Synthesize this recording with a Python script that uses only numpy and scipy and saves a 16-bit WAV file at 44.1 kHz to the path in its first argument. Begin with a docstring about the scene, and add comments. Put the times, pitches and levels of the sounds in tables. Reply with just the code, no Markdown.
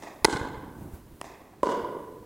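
"""A gym during a soft pickleball rally. The ball bounces, the near player pops it back, it bounces
again and the far player returns it. Each impact is a brief crack of the plastic shell plus a few
fast-dying modes, followed by discrete echoes and the hall's diffuse tail. Shoes thud and shuffle on
the floor over a ventilation rumble and a faint hiss."""
import sys
import numpy as np
from scipy import signal
from scipy.fft import rfft, irfft
from scipy.io import wavfile

SR = 44100
rng = np.random.default_rng(int(sys.argv[2]) if len(sys.argv) > 2 else 0)


def pcm_store(signal):
    """Save signal as 16-bit PCM."""
    levels = np.round(np.clip(np.atleast_2d(signal), -1, 1) * 32767)
    wavfile.write(sys.argv[1], SR, levels.astype(np.int16).T)


N = 99225
TIME = np.arange(N) / SR
FREQS = np.maximum(np.arange(N // 2 + 1) * SR / N, 1)


def from_db(db):
    """Amplitude ratio of a level: a factor of ten per 20 dB."""
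    return 10 ** (np.asarray(db) / 20)


def at_hz(points, hz):
    """Interpolation on a logarithmic frequency axis."""
    points = np.array(points)
    return np.interp(np.log(hz), np.log(points[:, 0]), points[:, 1])


def noise(spectrum):
    """Spectral shaping: white noise weighted by a table of levels."""
    return irfft(rfft(rng.standard_normal(N)) * from_db(at_hz(spectrum, FREQS)), N)


def delayed(x, s):
    """Pure delay of s seconds, to the nearest sample."""
    return np.interp(np.arange(N) - np.round(s * SR), np.arange(N), x, left=0, right=0)


def filtered(x, kind, hz):
    """Second-order low-pass or high-pass: 12 dB per octave beyond the corner."""
    return signal.sosfilt(signal.butter(2, hz, kind, fs=SR, output="sos"), x + 1e-18)


def decay(t60):
    """Exponential damping: 60 dB in t60 seconds."""
    return from_db(np.maximum(-60 * TIME / t60, -300))


def mode(hz, t60, rise_cycles=.45):
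    """Damped oscillator: it swells during contact, then decays freely."""
    swell = 1 - np.exp(-TIME * hz / rise_cycles)
    return np.sin(2 * np.pi * hz * TIME) * swell * decay(t60)


def click(spectrum):
    """Minimum-phase impulse of the given spectrum: nothing sounds before its onset."""
    cepstrum = irfft(np.log(from_db(at_hz(spectrum, FREQS))), N)
    causal = 1 + np.sign(np.fft.fftfreq(N))
    return irfft(np.exp(rfft(cepstrum * causal)), N)


def shell_crack(spectrum, t60):
    """Broadband transient: damped noise with the energy of a click of the same spectrum."""
    envelope = decay(t60)
    return noise(spectrum) * envelope / np.sqrt(np.sum(envelope ** 2))


def wall_echo(x, delay_s, db, cutoff_hz):
    """Reflection with treble absorption; scattering from blinds and frames draws it out."""
    scatter = rng.standard_normal(N) * decay(t60=.034)
    smeared = signal.fftconvolve(x, scatter / np.sqrt(np.sum(scatter ** 2)))[:N]
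    reflected = filtered(x + from_db(-3) * smeared, "low", cutoff_hz)
    return from_db(db) * delayed(reflected, delay_s)


def reverberation(x, onset_s, build_s, db=0):
    """Diffuse field: half-octave bands of noise build up, then decay, the treble first."""
    # reverberation time of the hall: f/Hz, t60/s
    hall_t60 = [(100, 2.45), (400, 1.29), (1000, 1.21), (2000, 1.036), (3800, 0.75), (5500, 0.53),
                (7500, 0.52), (10000, 0.36), (16000, .35)]
    clumps_per_s, clump_db = 140, 2  # reflections arrive in clumps
    early_scatter = from_db(-12.5)  # from net and players, before the walls answer
    white = rfft(rng.standard_normal(N))
    build = np.maximum(1 - np.exp(-np.maximum(TIME - onset_s, 0) / build_s), early_scatter)
    build *= from_db(clump_db * np.interp(TIME * clumps_per_s, np.arange(N), rng.standard_normal(N)))
    edges_hz = 30 * 2 ** np.arange(0, 9.6, .5)
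    response = 0
    for low, high in zip(edges_hz, edges_hz[1:]):
        band = irfft(white * (FREQS >= low) * (FREQS < high), N)
        band *= build * decay(at_hz(hall_t60, np.sqrt(low * high)))
        response += band * np.sqrt(2 * (high - low) / SR / np.sum(band ** 2))
    return from_db(db) * signal.fftconvolve(x, response)[:N]


def impact(modes, crack, echoes, crack_t60, **tail):
    """Directivity: each part has a direct and a hall level. Returns the direct and the hall sound."""
    contact_s = .00067  # the modes follow the crack by this much
    bass_limit_hz = 182  # ball and paddle are too small to radiate well below this
    direct = shell_crack([(hz, db) for hz, db, _ in crack], crack_t60)
    hall_spectrum = [(hz, db) for hz, _, db in crack]
    hall_modes = 0
    for hz, direct_db, hall_db, t60 in modes:
        tone = delayed(mode(hz, t60), contact_s)
        direct += from_db(direct_db) * tone
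        hall_modes += from_db(hall_db) * tone
    hall = sum(wall_echo(hall_modes + shell_crack(hall_spectrum, crack_t60), *echo) for echo in echoes)
    hall += reverberation(hall_modes + click(hall_spectrum), **tail)
    return filtered(direct, "high", bass_limit_hz), filtered(hall, "high", bass_limit_hz)


def ball_bounces():
    """Impact excitation of a hollow shell; the first bounce falls just before t = 0 and echoes on."""
    # bounces: t/s, direct level/dB, hall level/dB, side of the net
    bounces = [(-.008, 5, 0.5, "near"), (1.2138, -0.5, -2, "far")]
    # modes of the ball: f/Hz, direct level/dB, hall level/dB, t60/s
    modes = [(380, -31, -24.5, 0.014), (685, -12.5, -10, 0.0049), (1000, -19, -24.5, 0.0075),
             (1920, -28, -26, 0.01), (2413, -26, -32.5, 0.0059)]
    # crack of the shell: f/Hz, direct level/dB, hall level/dB
    crack = [(1500, -12, -13.5), (3400, -13.5, -15.5), (6900, -17.5, -14), (10300, -10, -25.5),
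             (11700, -36, -63), (16000, -31, -39)]
    # echoes for each side of the net: delay t/s, level/dB, cutoff f/Hz
    echoes = {"near": [(.032, -13, 6100), (.043, -8.5, 12100), (.079, -10.5, 3000)],
              "far": [(.0157, -19, 10100), (.0287, -10, 9000)]}
    sound = 0
    for s, direct_db, hall_db, side in bounces:
        direct, hall = impact(modes, crack, echoes[side], crack_t60=.0063, onset_s=.024, build_s=.0083)
        sound += delayed(from_db(direct_db) * direct + from_db(hall_db) * hall, s)
    return sound


def ventilation():
    """Stationary noise: a rumble with its energy mostly in the bass."""
    # rumble spectrum: f/Hz, level/dB
    spectrum = [(20, -47), (45, -50), (100, -42.5), (200, -42.5), (330, -39), (500, -45.5), (700, -72),
                (950, -48.5), (1400, -57.5), (3000, -64), (8000, -67.5), (16000, -70)]
    return noise(spectrum)


def shuffling_feet():
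    """Amplitude-modulated noise: a soft rumble as the players shift their feet."""
    # shuffle spectrum: f/Hz, level/dB
    spectrum = [(20, -48), (50, -35.5), (120, -27), (300, -31.5), (500, -44), (1000, -49), (4000, -89)]
    # its envelope: t/s, level/dB
    envelope = [(0, -9), (.25, -19), (.55, -2), (.72, -1), (.86, 7), (1.0, -9), (1.2, -9), (1.42, -26),
                (1.58, -10), (1.8, -3), (2.25, -8.5)]
    return from_db(np.interp(TIME, *np.transpose(envelope))) * noise(spectrum)


def hiss():
    """Partly coherent noise: a common part swells and sinks over a steady part in antiphase."""
    # hiss spectrum: f/Hz, level/dB
    spectrum = [(500, -47), (2000, -62), (5000, -70.5), (9000, -65), (14000, -63.5), (16000, -65)]
    # envelope of the part common to both ears: t/s, level/dB
    envelope = [(0, 2.5), (.55, 1.5), (.72, 0.5), (.82, 6.5), (.91, 2.5), (.945, 10.5), (1.02, -1),
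                (1.2, 1.5), (1.4, -1), (1.6, -9), (1.75, 3.5), (1.95, 2), (2.25, -1)]
    common = from_db(np.interp(TIME, *np.transpose(envelope))) * noise(spectrum)
    return common + from_db(-14) * noise(spectrum) * np.array([[1], [-1]])


def footfalls():
    """Heavily damped floor vibration: thuds of a few cycles, prolonged by reverberation."""
    # steps: t/s, relative level/dB, f/Hz
    steps = [(0.221, -33.5, 61), (.255, -28, 50), (0.329, -26.5, 70), (0.35, -16, 148), (.412, -17.5, 110),
             (0.444, -35, 60), (.575, -30, 83), (0.682, -44, 185), (0.768, -35, 165), (.82, -35.5, 130),
             (0.934, -25, 67), (1.128, -37, 50), (1.633, -35.5, 55), (1.83, -39, 65), (2.125, -33, 240),
             (2.202, -41, 69)]
    decay_cycles = 2.68
    thuds = 2 * sum(from_db(db) * delayed(mode(hz, decay_cycles / hz), s) for s, db, hz in steps)
    return thuds + reverberation(thuds, onset_s=.0201, build_s=.0067, db=-6.5)


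def near_paddle(hit_s=.246):
    """Impact excitation close by: a sharp pop. The paddle faces up, so its back cracks off the floor."""
    # modes of paddle and ball: f/Hz, direct level/dB, hall level/dB, t60/s
    modes = [(328, -10.5, -10, 0.017), (444.5, -1.5, -7, .014), (879, -7, -15, 0.019),
             (983, -12.5, -12.5, .018), (1517, -15.5, -14, 0.018), (1590, -19, -54, 0.013),
             (2038, -9, -20, 0.016), (2450, -14, -26.5, 0.01), (2950, -28, -28, 0.017),
             (4180, -11.5, -26, 0.0059), (4650, -11.5, -37, 0.0037), (6550, -18.5, -38, 0.0094)]
    # crack of the shell: f/Hz, direct level/dB, hall level/dB
    crack = [(700, -27, -6), (1510, -14, -27), (2800, -5, -9), (3740, -3, 4), (5160, 10, -5.5),
             (7600, -1.5, -0.5), (10800, 11.5, -8.5), (11030, -21, -17), (16200, -19, -31)]
    # wall and ceiling echoes: delay t/s, level/dB, cutoff f/Hz
    echoes = [(0.0136, -38, 12000), (0.0272, -19.5, 5000), (0.0361, -4.5, 980), (0.051, -11, 10000),
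              (.081, -9, 9100), (.088, -10.5, 7000), (0.1151, -9.5, 2500), (.124, -13.5, 8140),
              (.166, -12, 1710)]
    # extra crack off the floor: f/Hz, level/dB
    floor_crack = [(700, -31), (2200, -18), (3300, -7), (4500, 17), (6800, 3), (8000, -24), (10000, -10),
                   (12000, -28), (16000, -20)]
    floor_s = .00385
    direct, hall = impact(modes, crack, echoes, crack_t60=.007, onset_s=.029, build_s=.04, db=-.38)
    pop = delayed(direct + floor_image(direct, floor_s, db=.33) + hall, hit_s)
    return pop + delayed(shell_crack(floor_crack, t60=.0058), hit_s + floor_s)


def floor_image(direct, delay_s, db):
    """Image source: the floor mirrors the back of the paddle, which radiates in opposite phase."""
    return -from_db(db) * delayed(direct, delay_s)


def far_paddle(hit_s=1.631):
    """Impact excitation across the net: weaker high modes give a rounder pop."""
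    # modes of paddle and ball: f/Hz, direct level/dB, hall level/dB, t60/s
    modes = [(356.4, -16.5, -17, 0.024), (455.4, -16, -3, 0.019), (550, -7.5, -17, 0.023),
             (998, -11.5, -10, 0.036), (1448, -28, -21, 0.028), (1920, -34.5, -29.5, .024),
             (2930, -37, -29.5, 0.024)]
    # crack of the shell: f/Hz, direct level/dB, hall level/dB
    crack = [(750, -25, -20), (1540, -4, -4), (2550, -26, -23), (3400, -17, -5), (6960, -15.5, -8.5),
             (9600, -18, -14.5), (11800, -25, -26), (16000, -34, -23)]
    # wall and ceiling echoes: delay t/s, level/dB, cutoff f/Hz
    echoes = [(0.0134, -31.5, 12500), (.026, -14, 8500), (.033, -17, 10000), (0.038, -9.5, 8000),
              (0.057, -10, 1980)]
    direct, hall = impact(modes, crack, echoes, crack_t60=.011, onset_s=.041, build_s=.011)
    return delayed(direct + floor_image(direct, delay_s=.00139, db=-11.5) + hall, hit_s)


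def scene():
    """Superposition, nearly in mono: small phase and level differences, louder on the right."""
    left_db, right_db = -.7, .7
    sound = ball_bounces() + ventilation() + shuffling_feet() + hiss()
    sound += footfalls() + near_paddle() + far_paddle()
    quadrature = from_db(-30) * signal.hilbert(sound.mean(axis=0)).imag
    return (sound + quadrature * np.array([[1], [-1]])) * from_db([[left_db], [right_db]])


def record(dry):
    """Band limiting: a steep elliptic low-pass removes the highest treble."""
    cutoff_hz = 16000
    return signal.sosfilt(signal.ellip(10, .1, 80, cutoff_hz, fs=SR, output="sos"), dry)


dry = scene()
out = record(dry)
pcm_store(out)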